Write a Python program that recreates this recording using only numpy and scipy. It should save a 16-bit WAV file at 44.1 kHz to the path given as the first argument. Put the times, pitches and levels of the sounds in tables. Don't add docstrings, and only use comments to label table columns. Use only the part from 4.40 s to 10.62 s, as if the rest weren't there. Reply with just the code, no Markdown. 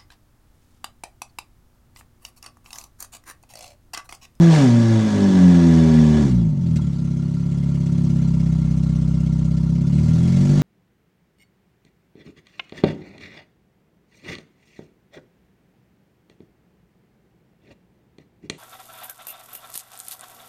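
import sys
import numpy as np
from scipy import signal
from scipy.fft import rfft, irfft, next_fast_len
from scipy.io import wavfile
from scipy.ndimage import uniform_filter1d, map_coordinates

SR = 44100
rng = np.random.default_rng(int(sys.argv[2]) if len(sys.argv) > 2 else 0)


def invert_db(level):
    return 10 ** (np.asarray(level, dtype=float) / 20)


def generate_wav(sig):
    pcm = np.round(np.clip(np.atleast_2d(sig).T, -1, 1) * 32767).astype(np.int16)
    wavfile.write(sys.argv[1], SR, pcm)


N = 274302

# time_s, firing_rate_hz
FIRING_RATE = [(0, 170.8), (.09, 164.6), (.16, 151.8), (.28, 119.3), (.6, 109.3), (1, 90.9), (1.3, 82.06),
               (1.8, 74.95), (1.92, 61.25), (2.03, 55.35), (2.15, 46.59), (2.33, 38.95), (2.54, 33.41),
               (3.2, 34.9), (4.15, 32.35), (5.2, 32.53), (5.42, 34.01), (6.22, 51)]
# time_s, level_db
BOOM_LEVEL = [(.09, -10), (.16, -14.5), (.24, -12.5), (.3, -14), (.55, -16.5), (.7, -21), (.8, -15.5),
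              (1.05, -11.5), (1.8, -14), (1.86, -17), (2.04, -17), (2.18, -23), (2.32, -17.5), (2.5, -23.5),
              (2.65, -22), (5.45, -23), (5.64, -20.5), (6.22, -19.5)]
# time_s, flow_db
GAS_FLOW = [(0, -29.5), (.08, -33), (.13, -26), (.21, -27.5), (.33, -34), (1.1, -34), (1.8, -35.5),
            (1.9, -40.5), (1.98, -50), (2.15, -57), (2.27, -50.5), (5.46, -53.5), (5.56, -48.5), (5.9, -45),
            (6.22, -41)]
# firing_rate_hz, late_ms
ROTOR_LATENESS = [(50, .15), (75, .06), (82, .04), (91, .15), (102, .16), (111, .06), (170, .01)]
# pitch_hz, level_db
BOOM_SHUT = [(20, -52.5), (33, -31.5), (66, -2), (101, -7.5), (132, 2), (163, 5.5), (192, -2), (207, -5.5),
             (232, -3.5), (258, -11), (285, -37.5), (335, -14.5), (380, -25), (450, -54.5)]
# pitch_hz, level_db
BOOM_LOAD = [(30, -55), (76, -15), (104, -13), (116, -4), (140, -12.5), (175, 1), (207, -4.5), (238, -3.5),
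             (268, -6.5), (308, -20), (337, -9.5), (362, -17), (405, -16), (470, -65.5)]
# pitch_hz, width_hz, depth_db
SIDE_BRANCH_DIPS = [(68.2, 5.2, -8.5), (95.4, 8.1, -9.5), (205.1, 9.3, -15.5), (313, 16, -7),
                    (361, 16, -7.5)]
# pitch_hz, width_hz, level_db
BARK_MODES = [(425, 25, -4), (470, 22, -8), (505, 26, -7), (542, 28, -2), (585, 28, 0), (665, 22, -7),
              (735, 22, -4), (795, 28, -6), (942, 24, -1), (1145, 22, -4)]
# pitch_hz, level_db
JET_SPECTRUM = [(600, -12.5), (1000, -14), (1500, -17), (2500, -19.5), (4400, -20), (6200, -18),
                (8100, -22.5), (10100, -30.5), (11200, -38), (13200, -37.5), (15500, -61.5)]
# pitch_hz, width_hz, shut_level_db, load_level_db
TAIL_PIPE_MODES = [(1380, 30, 13, -6), (1690, 60, -30, 9), (1755, 28, -2, -10), (1950, 32, -30, 2),
                   (2110, 80, 5, -4), (2310, 26, -12, 0), (2760, 30, 0, -20), (2970, 45, -3, -6),
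                   (3290, 45, 2, -6), (3440, 90, -8, 2), (3950, 60, 0, -12), (4250, 60, 0, -30),
                   (4500, 100, -1, -5), (5520, 90, -20, -7), (5850, 50, -3, -20), (6350, 70, -6, -8)]
# start_s, peak_db
AFTERFIRES = [
    (2.358, -25),
    (2.4157, -33.5),
]
# pitch_hz, t60_s
YARD_DECAY = [(100, 0.85), (1000, 1), (8000, 0.037)]
# pitch_hz, level_db
AIR_SPECTRUM = [(20, -12), (40, 0), (200, -8), (600, -24), (2000, -34), (7000, -38), (11000, -55),
                (16000, -90)]


def unit(x):
    return x / np.sqrt(np.mean(x ** 2) + 1e-20)


def steady(x, span_s):
    width = round(span_s * SR)
    power = uniform_filter1d(uniform_filter1d(x ** 2, width), width // 2)
    return x / np.sqrt(np.abs(power) + 1e-12)


def curve(rows):
    s, value = np.transpose(rows)
    return np.interp(np.arange(N) / SR, s, value)


def along(points, hz):
    f, v = np.transpose(points)
    return np.interp(np.log(hz + 1), np.log(f + 1), v)


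def wobble(rate_hz):
    knots = rng.standard_normal(int(N * rate_hz / SR) + 4)
    return map_coordinates(knots, [np.arange(N) * rate_hz / SR])


def filtered(x, response, before=0):
    m = 2 * next_fast_len(N // 2 + SR // 4)
    long = np.concatenate([x, np.zeros(m - N - before), x[:before]])
    return irfft(rfft(long) * response(np.fft.rfftfreq(m, 1 / SR)), m)[:N]


def causal(points):
    def response(hz):
        cepstrum = irfft(np.log(invert_db(along(points, hz)) + 1e-6))
        half = len(cepstrum) // 2
        cepstrum[1:half] *= 2
        cepstrum[half + 1:] = 0
        return np.exp(rfft(cepstrum))
    return response


def modes(f, table):
    total = 0
    for k, (c, w, db) in enumerate(table):
        total = total + (-1) ** k * invert_db(db) * 1j * f * w / (c * c - f * f + 1j * f * w)
    return total


def pulses(at, size):
    cell = np.clip(np.floor(at), 0, N).astype(int)
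    part = at - cell
    first = np.bincount(cell, size * (1 - part), N + 2)
    second = np.bincount(cell + 1, size * part, N + 2)
    return (first + second)[:N]


def firings(rate):
    turns = np.cumsum(rate) / SR + 0.297
    count = np.arange(1, int(turns[-1]) + 1)
    at = np.interp(count, turns, np.arange(N))
    rotor = (-1) ** count
    late_ms = along(ROTOR_LATENESS, rate)[at.astype(int)]
    jitter_ms = 0.017 * rng.standard_normal(len(at))
    return at + SR / 1000 * (rotor * late_ms + jitter_ms), rotor


def silencer(f):
    centre_hz, width_hz = 153.7, 102.4
    real, imag = centre_hz ** 2 - f * f, 1j * f * width_hz
    return (real - imag) / (real + imag)


def notches(f):
    dips = [(c * c - f * f + 1j * f * w * invert_db(db)) / (c * c - f * f + 1j * f * w)
            for c, w, db in SIDE_BRANCH_DIPS]
    return np.prod(dips, axis=0)


def pipe_boom(at, rotor, load, load_at_firing):
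    stumble_db = 2.5 * load_at_firing * (1 - load_at_firing)
    blows = pulses(at, -invert_db(0.3 * rotor + (0.5 + stumble_db) * rng.standard_normal(len(at))))
    before = round(at[12] - at[0])
    boom = filtered(blows * (1 - load), causal(BOOM_SHUT))
    boom = boom + filtered(blows * load, causal(BOOM_LOAD), before=before)
    return filtered(boom, lambda f: silencer(f) * notches(f) * (1 + 1j * f / 900) ** -4, before=before)


def gas_puffs(at, rotor):
    t = np.arange(SR // 10) / SR
    puff = (1 - np.exp(-t / 0.0025)) * np.exp(-(t / 0.024) ** 3)
    size = invert_db(2.8 * rotor + 0.8 * rng.standard_normal(len(at)))
    flow = signal.fftconvolve(pulses(at, size), puff)[:N]
    return steady(0.7 + np.abs(flow), 0.15)


def pipe_bark(at, rotor, load, load_at_firing, flow):
    luck = rng.standard_normal(len(at))
    edge = pulses(at, invert_db(3.5 * (1 - load_at_firing) * rotor + 0.6 * luck))
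    edge = edge + 0.6 * (1 - load) * np.roll(edge, round(0.0119 * SR))
    turbulence = (1 + flow) * rng.standard_normal(N)
    rounded = lambda f: modes(f, BARK_MODES) / (1 + 1j * f / 1300) ** 4
    return unit(filtered(edge, rounded)) + (0.22 + 0.5 * load) * unit(filtered(turbulence, rounded))


def patchy(depth_db):
    hz, t, z = signal.stft(rng.standard_normal(N), SR, nperseg=512)
    field = uniform_filter1d(rng.standard_normal(z.shape), size=3, axis=0)
    field = uniform_filter1d(field, size=4, axis=1)
    by_pitch = np.clip(hz / 3000, 0, 1) * np.clip(7000 / (hz + 1), 0, 1)
    depth = np.outer(by_pitch, np.interp(t * SR, np.arange(N), depth_db))
    return signal.istft(z * invert_db(depth * unit(field)), nperseg=512)[1][:N]


def tail_pipe(f, column):
    table = [(row[0], row[1], row[column]) for row in TAIL_PIPE_MODES]
    return invert_db(along(JET_SPECTRUM, f)) * (1 + np.abs(modes(f, table)))


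def gas_rasp(flow, load):
    gas = flow * invert_db(0.8 * wobble(400)) * patchy(depth_db=3.6 - 1.6 * load)
    shut = filtered(gas * (1 - load), lambda f: tail_pipe(f, column=2))
    loaded = filtered(gas * load, lambda f: tail_pipe(f, column=3) / (1 + (f / 9000) ** 2))
    return shut + loaded


def swapped(x, rate, load):
    centre_hz, width_hz = 1120, 404
    band = filtered(x, lambda f: np.exp(-((f - centre_hz) / width_hz) ** 4))
    later = np.interp(np.arange(N) - SR / rate, np.arange(N), band)
    return x + (1 - load) ** 2 * (later - band)


def afterfire(rasp_db):
    t = np.arange(SR // 10) / SR
    lifted = rasp_db.copy()
    for start_s, peak_db in AFTERFIRES:
        lifted[round(start_s * SR):][:len(t)] += np.clip(peak_db + 35.5, 0, 20) * np.exp(-(t / 0.026) ** 3)
    return lifted


def engine():
    rate, boom_db, rasp_db = curve(FIRING_RATE), curve(BOOM_LEVEL), curve(GAS_FLOW)
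    shut_db, open_db = -51, -36
    load = np.clip((rasp_db - shut_db) / (open_db - shut_db), 0, 1) ** 1.7
    overrun_db = shut_db + 5.5 * np.log2(rate / 33.4)
    bark_db = np.maximum(rasp_db, overrun_db) + 3.63 + 2 * load
    nominal_turns = np.cumsum(rate) / SR + 0.297
    on_time = np.interp(np.arange(1, int(nominal_turns[-1]) + 1), nominal_turns, np.arange(N))
    load_at_firing = load[on_time.astype(int)]
    at, rotor = firings(rate)
    boom = pipe_boom(at, rotor, load, load_at_firing)
    flow = gas_puffs(at, rotor)
    bark = pipe_bark(at, rotor, load, load_at_firing, flow)
    rasp = gas_rasp(flow, load)
    upper = invert_db(bark_db - 4.5) * steady(bark, 0.15)
    upper = upper + invert_db(afterfire(rasp_db) - 0.7) * steady(rasp, 0.21)
    return invert_db(boom_db + 1.79) * steady(boom, 0.079) + swapped(upper, rate, load)


def yard(x):
    hz, t, z = signal.stft(rng.standard_normal(SR // 2), SR, nperseg=256)
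    decay = invert_db(-60 * t / along(YARD_DECAY, hz)[:, None])
    tail = signal.istft(z * decay, SR, nperseg=256)[1]
    delayed = np.pad(x, (600, 0))
    return signal.fftconvolve(delayed, tail / np.linalg.norm(tail))[:N]


def air():
    noise = filtered(rng.standard_normal(N), lambda f: invert_db(along(AIR_SPECTRUM, f)))
    return invert_db(-50 + 1.5 * wobble(2)) * unit(noise)


def scene():
    car = engine()
    return (car + invert_db(-19) * yard(car) + air())[None]


def low_pass(x):
    return signal.sosfilt(signal.butter(12, 15700, fs=SR, output="sos"), x)


def record(dry):
    recover_s, length_s = 2.906, 0.73
    rise = np.clip((np.arange(N) / SR - recover_s) / length_s, 0, 1)
    return low_pass(dry * invert_db(4 * rise))


dry = scene()
out = record(dry)
generate_wav(out)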